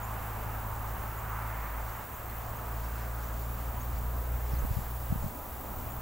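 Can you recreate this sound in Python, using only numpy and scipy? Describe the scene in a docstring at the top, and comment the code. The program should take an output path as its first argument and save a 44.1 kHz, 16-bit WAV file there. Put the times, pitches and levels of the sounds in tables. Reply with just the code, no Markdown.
"""A wasp rasps fibre off a weathered rail, close to a hand-held camera in a garden: dense tiny clicks.
Bush-crickets buzz very high in the undergrowth, as pulsed noise, and small birds tick far away, as short whistles.
A distant engine drones in a few sine harmonics and slowly speeds up under the filtered-noise wash of a road.
Shrubs stir softly, and light wind buffets the microphone with low flutter and brief pressure dips over faint hiss."""
import sys
import numpy as np
from scipy import signal
from scipy.fft import rfft, irfft, next_fast_len
from scipy.io import wavfile
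from scipy.ndimage import uniform_filter1d

SR = 44100
rng = np.random.default_rng(int(sys.argv[2]) if len(sys.argv) > 2 else 0)


def digitize_waveform(pressure):
    """Quantize a signal to 16-bit integers and store it at the path in sys.argv[1].

    Rows of a 2-D input are taken as channels; values are limited to [-1, 1].
    """
    field = np.atleast_2d(pressure).T
    bounded = np.clip(field, -1, 1)
    quanta = np.round(bounded * 32767).astype(np.int16)
    wavfile.write(sys.argv[1], SR, quanta)


N = 265349
TIME = np.arange(N) / SR  # seconds

# Spectrum of tyres on the road. Each row: frequency in Hz, level in dB per Hz.
TYRE_ROAR = [(300, -28.5), (550, -26), (750, -2), (980, 0), (1250, -1), (1600, -11), (2400, -32),
             (4000, -41)]
# Direction of the road. Each row: frequency in Hz, phase by which the left port leads in radians.
ROAD_LEAD = [(0, 0), (300, 0.51), (620, 0.6), (1000, 0.44), (2000, 0), (3500, 0), (6000, 0)]


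def undb(db):
    """Decibels to gain."""
    return 10 ** (np.asarray(db) / 20)


def unit(x):
    """Scale to rms 1."""
    return x / np.sqrt(np.mean(x ** 2))


def curves(table):
    """Each column of a time table, joined by straight lines."""
    s, *columns = np.transpose(table)
    return [np.interp(TIME, s, c) for c in columns]


def colour(x, spectrum):
    """Filter by (Hz, dB) points on a log-frequency axis."""
    hz, db = np.transpose(spectrum)
    size = next_fast_len(N)
    bins = np.maximum(np.arange(size // 2 + 1) * SR / size, 1)
    gain = undb(np.interp(np.log(bins), np.log(hz), db))
    return irfft(rfft(x, size) * gain, size)[..., :N]


def noise(spectrum):
    """Coloured noise of rms 1."""
    return unit(colour(rng.standard_normal(N), spectrum))


def walk(rate):
    """Random levels held 1 / rate s and slewed twice; spread near 1."""
    k = int(SR / rate)
    steps = np.repeat(rng.standard_normal(N // k + 1), k)
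    return 1.345 * uniform_filter1d(uniform_filter1d(steps, k), k)[:N]


def pan(db):
    """Left and right gains for a left minus right level difference."""
    return undb(np.array([[db], [-db]]) / 2)


def spread(mid, side):
    """Left and right from mid and side."""
    return np.array([mid + side, mid - side])


def wash(spectrum, side_db, flicker_db, rate):
    """Diffuse stereo noise whose level flickers in the moving air."""
    pair = spread(noise(spectrum), undb(side_db) * noise(spectrum))
    return pair * undb(flicker_db * walk(rate))


def swells(events, rest_db=-120):
    """Gain of a resting level with bell-shaped swells (s, dB, half length s) on top; their powers add."""
    power = undb(rest_db) ** 2
    for s, db, half in events:
        power = power + undb(db) ** 2 * np.exp(-((TIME - s) / half) ** 2)
    return np.sqrt(power)


def lead(pair, table):
    """Sound from the left reaches the left port first: turn the phase by (Hz, radians) points."""
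    hz, radians = np.transpose(table)
    size = next_fast_len(N)
    turn = np.interp(np.arange(size // 2 + 1) * SR / size, hz, radians)
    return irfft(rfft(pair, size) * np.exp(.5j * np.array([turn, -turn])), size)[:, :N]


def hiss():
    """Smooth, faint microphone hiss, its stereo width varying with frequency."""
    # Hiss spectrum. Each row: frequency in Hz, level in dB per Hz.
    hiss_spectrum = [(1500, -2), (3500, -1), (5200, -6.5), (6200, 0.5), (6700, -2), (7500, 3), (8300, 1.5),
                     (9400, -2), (12000, 0.5), (16000, -0.5)]
    # Width of the hiss. Each row: frequency in Hz, side against mid in dB.
    hiss_width = [(2000, 1), (4000, -5), (5300, -15), (7300, -33), (8600, -6), (9700, -1.5), (12000, -6),
                  (14000, -6), (16000, 4)]
    return undb(-54.5) * spread(noise(hiss_spectrum), colour(noise(hiss_spectrum), hiss_width))


def wind(sharpness=1.3, lag_s=0.0013):
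    """A low flutter on the microphone; each stronger eddy is one brief dip in pressure."""
    # Flutter spectrum. Each row: frequency in Hz, level in dB per Hz.
    flutter_spectrum = [(6, -25), (15, 5), (30, -1), (80, 1.5), (130, -13.5), (220, -20), (500, -46.5)]
    # Gusts. Each row: time of the peak in seconds, level in dB, half length in seconds.
    gusts = [(.75, -46.5, 0.087), (4.0, -43, 0.54), (4.68, -39, 0.092), (5.19, -38, 0.077),
             (5.8, -39, 0.08)]
    # Eddies that hit the microphone. Each row: time in seconds, peak in dB, pitch in Hz,
    # left minus right in dB.
    buffets = [(0.473, -34, 79, 7), (0.808, -32, 60, 0), (3.944, -27, 65, 1), (4.537, -24, 108, -1),
               (4.643, -26, 40.3, -11), (4.65, -28, 185, 6.5), (4.714, -20, 76, -2), (4.771, -25.5, 86, 15),
               (4.789, -30.5, 120, 13), (5.107, -24, 70, 0), (5.1259, -17, 136, 3),
               (5.159, -23.5, 133.3, 2), (5.243, -24, 132, 5), (5.265, -25, 126, -2)]
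    calm_db = -48.5  # between gusts
    out = swells(gusts, calm_db) * wash(flutter_spectrum, side_db=-15.5, flicker_db=2.0, rate=16)
    for s, db, hz, pan_db in buffets:
        near = np.abs(TIME - s) < .08
        t = TIME[near] - s - np.array([[lag_s], [-lag_s]]) / 2  # the eddy crosses the right port first
        # a smooth dip with a shoulder on each side
        dip = np.real((1 - 1j * sharpness * hz * t) ** -6)
        out[:, near] -= undb(db) * pan(pan_db) * dip
    return out


def cars():
    """Single cars swell and fade with the same tyre roar, shifted so that faster ones sound higher."""
    # Passing cars. Each row: time when nearest in seconds, roar in dB, half length in seconds,
    # centre of the roar in Hz.
    car_passes = [(.08, -45, .22, 940), (.75, -45, 0.42, 1017), (1.4, -43, .15, 1090),
                  (1.56, -50, 0.3, 1700), (1.803, -46, 0.21, 990), (2.65, -48, 0.22, 970),
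                  (3.08, -52, 0.29, 1251), (4.3, -59.5, 0.21, 1480), (5.799, -50.5, 0.19, 820)]
    stream_hz = 1013  # centre of the roar of the whole stream
    out = 0
    for s, db, half, hz in car_passes:
        shifted = [(f * hz / stream_hz, d) for f, d in TYRE_ROAR]
        out = out + swells([(s, db, half)]) * wash(shifted, side_db=-15, flicker_db=0.3, rate=12)
    return out


def road():
    """A steady far murmur, a swelling low drone, and nearer tyres that slowly recede; the left port leads."""
    # Spectra of the murmur, the drone and the bright tyre edge. Each row: frequency in Hz, level in dB per Hz.
    murmur_spectrum = [(20, 2), (80, 4.5), (150, 2.5), (230, -0.5), (340, -2.5), (470, -1), (620, 2.5),
                       (800, 1), (1200, -10), (3000, -42)]
    drone_spectrum = [(120, -29), (200, -5), (260, -3), (330, -10.5), (480, -14), (700, -32), (2000, -62)]
    edge_spectrum = [(800, -22), (1300, -0.5), (1650, 1.5), (2300, -5), (3000, -9), (4000, -28.5),
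                     (7000, -29)]
    # Heavy traffic swells the drone. Each row: time of the peak in seconds, level in dB, half length in seconds.
    drone_swells = [(.6, -61, .5), (3.55, -55.5, 0.56), (5.7, -52.5, 0.43)]
    drone_rest_db = -63.5
    # start level, then fall in dB per second
    roar_db = -47 - 0.54 * TIME
    edge_db = -52 - 0.82 * TIME
    murmur = undb(-46.5) * wash(murmur_spectrum, side_db=-13.0, flicker_db=0.76, rate=9)
    drone = swells(drone_swells, drone_rest_db) * wash(drone_spectrum, side_db=-10.0, flicker_db=1.0, rate=9)
    roar = undb(roar_db) * wash(TYRE_ROAR, side_db=-9, flicker_db=0.7, rate=12)
    edge = undb(edge_db) * wash(edge_spectrum, side_db=-8, flicker_db=1.15, rate=13)
    # tyre tread sings faintly on one wavering note
    sing_phase = 2 * np.pi * np.cumsum(982 + 5 * walk(25)) / SR
    sing = undb(roar_db - 10.5 + 2.9 * walk(5.92)) * np.sin(sing_phase)
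    tyres = (roar + cars() + sing) * pan(-1.8) + edge * pan(-1.4)
    return lead(murmur * pan(-0.12) + drone + tyres, ROAD_LEAD)


def lorry(hz=480, width_hz=150):
    """A far vehicle goes by as one soft, hollow swell of band-limited noise."""
    # The pass: time of the peak in seconds, level in dB, half length in seconds.
    lorry_pass = (4.36, -53.5, 0.24)
    band = [(hz - 2 * width_hz, -30), (hz - width_hz / 2, -3), (hz, 0),
            (hz + width_hz / 2, -3), (hz + 2 * width_hz, -25), (4 * hz, -55)]
    return lead(swells([lorry_pass]) * wash(band, side_db=-7, flicker_db=3.0, rate=8), ROAD_LEAD)


def engine():
    """Only the lowest firing harmonics carry this far; they fade and return as the air moves."""
    # Engine speed. Each row: time in seconds, firing rate in Hz, level of the firing note in dB.
    engine_speed = [(0, 53.62, -41.5), (1.7, 54.6, -38), (3.3, 57.26, -37), (4.55, 60.1, -32),
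                    (5.15, 59.87, -40), (6.02, 60.55, -45)]
    # Weaker overtones. Each row: multiple of the firing rate, level against the octave in dB.
    engine_overtones = [(3, -17), (4, -21)]
    # Fades. Each row: time in seconds, half length in seconds, loss of the firing note in dB,
    # loss of its octave in dB.
    engine_fades = [(1.08, .12, 3, -0.5), (1.692, 0.091, -0.5, 10.5), (2.12, 0.18, 13, 9.5),
                    (2.54, 0.13, 8, 1.5), (3.828, 0.049, 5, 0.5), (4.82, 0.099, 3, 4), (5.364, .08, 13, 26),
                    (5.59, 0.18, 6, 11)]
    hz, note_db = curves(engine_speed)
    octave_db = -42.5 - 0.48 * TIME  # nearly steady, falling slowly
    for s, half, note_loss, octave_loss in engine_fades:
        fade = np.exp(-((TIME - s) / half) ** 2)
        note_db = note_db - note_loss * fade
        octave_db = octave_db - octave_loss * fade
    phase = 2 * np.pi * np.cumsum(hz * (1 + 0.0028 * walk(14))) / SR
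    out = undb(note_db + 0.49 * walk(13)) * np.sin(phase)
    out = out + undb(octave_db + 0.89 * walk(14)) * np.sin(2 * phase)
    for k, db in engine_overtones:
        out = out + undb(octave_db + db + 1.25 * walk(5.25)) * np.sin(round(k) * phase)
    return np.sqrt(2) * out * pan(0)  # sines to rms level


def leaves():
    """The shrubs behind the rail stir softly: flickering noise that swells."""
    # Leaf spectrum. Each row: frequency in Hz, level in dB per Hz.
    leaf_spectrum = [(2000, -19), (3500, 0), (4500, 2.5), (6200, 0), (7000, 5), (10000, -10), (16000, -28)]
    # Stirs. Each row: time of the peak in seconds, level in dB, half length in seconds.
    stirs = [(3.2, -63, .45), (4.65, -65.5, 0.25)]
    rest_db = -67
    return swells(stirs, rest_db) * wash(leaf_spectrum, side_db=-16, flicker_db=2.5, rate=22)


def birds(rise=0.12, warble=0.032, warble_hz=85):
    """Thin, far contact calls: a short rising whistle with a kink in it."""
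    # Calls. Each row: middle of the call in seconds, peak level in dB, pitch in Hz, length in seconds.
    chips = [(0.043, -50.5, 7040, 0.037), (1.19, -55, 7140, 0.039), (1.325, -57, 6750, .02),
             (1.821, -59, 7100, .02), (2.148, -57, 6400, 0.018), (2.299, -60, 4200, 0.028),
             (2.45, -62, 4600, 0.022), (2.572, -56, 6650, 0.023), (2.85, -59, 5470, .03),
             (3.241, -56, 5950, .03), (3.815, -50, 6550, 0.026), (3.97, -60, 4700, .025),
             (4.53, -57.5, 5400, .035), (4.546, -57, 4750, 0.03), (4.573, -56, 4250, .02),
             (4.593, -51.5, 6350, 0.025), (4.612, -55, 7450, .02), (5.232, -54, 7100, .03),
             (5.914, -55, 7100, .036)]
    out = np.zeros(N)
    for s, db, hz, length in chips:
        near = np.abs(TIME - s) < length / 2
        t = TIME[near] - s
        pitch = hz * (1 + rise * t / length - warble * np.sin(2 * np.pi * warble_hz * t))
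        whistle = np.sin(2 * np.pi * np.cumsum(pitch) / SR)
        out[near] += undb(db) * np.cos(np.pi * t / length) * whistle
    return out * pan(-.4)


def crickets(stroke_s=.0022, tick_s=.0005, tick_db=7):
    """Each wing stroke starts with a tick and dies away; farther singers blur into a chorus."""
    # Wing spectrum. Each row: frequency in Hz, level in dB per Hz.
    wing_spectrum = [(8000, -34), (11000, -28), (13000, -4.5), (13700, -11), (14700, 1.5), (15600, 3.5),
                     (17000, -10)]
    # Singers. Each row: wing strokes per second, relative level in dB, left minus right in dB.
    singers = [(72.6, 0, .6), (67.9, -3, -.3), (75.3, -5, .3)]
    level_db = -48.5 + 0.21 * TIME + 0.3 * walk(3)  # slowly grows and wavers
    chorus = undb(-1.5)  # steady floor under the strokes
    out = 0
    for rate, db, pan_db in singers:
        strokes = rng.random() + np.cumsum(rate * (1 + 0.0058 * walk(3.8))) / SR
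        age = strokes % 1 / rate  # seconds since the stroke began
        force = undb(2 * rng.standard_normal(1024))[strokes.astype(int)]  # one draw per stroke
        scrape = force * (np.exp(-age / stroke_s) + undb(tick_db) * np.exp(-age / tick_s))
        out = out + undb(db) * pan(pan_db) * np.hypot(scrape, chorus) * rng.standard_normal(N)
    return undb(level_db) * unit(colour(out, wing_spectrum))


def wasp(slips_per_s=3500, range_db=14, waver_db=1.3):
    """The jaws catch and snap tiny dry fibres: dense, uneven clicks whose strength wavers irregularly."""
    # Fibre spectrum. Each row: frequency in Hz, level in dB per Hz.
    fibre_spectrum = [(6000, -14), (9000, -13), (10500, -5), (12000, 1), (13200, -5.5), (14200, -1),
                      (16000, -14)]
    # Bouts of harder scraping. Each row: time of the peak in seconds, level in dB, half length in seconds.
    scrape_bouts = [(.35, -58, 0.37), (3.45, -64, .3), (5.05, -55, .65)]
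    gnawing_db = -59.7  # steady, under the bouts
    slips = rng.random(N) < slips_per_s / SR
    clicks = slips * rng.choice([-1, 1], N) * undb(-range_db * rng.random(N))
    rasp = unit(colour(clicks, fibre_spectrum)) * undb(waver_db * walk(7.1))
    return swells(scrape_bouts, gnawing_db) * rasp * pan(.3)


def scene():
    """The microphone's own hiss, the garden and the road around the rail, and the wasp on it."""
    distance = road() + lorry() + engine()
    garden = leaves() + birds() + crickets()
    return hiss() + wind() + distance + garden + wasp()


def record(dry):
    """The camera drops the deepest sway and cuts the top steeply."""
    top_hz = 15750
    dry = signal.sosfilt(signal.butter(2, 7, "high", fs=SR, output="sos"), dry)
    return signal.sosfilt(signal.ellip(12, .2, 70, top_hz, fs=SR, output="sos"), dry)


dry = scene()
out = record(dry)
digitize_waveform(out)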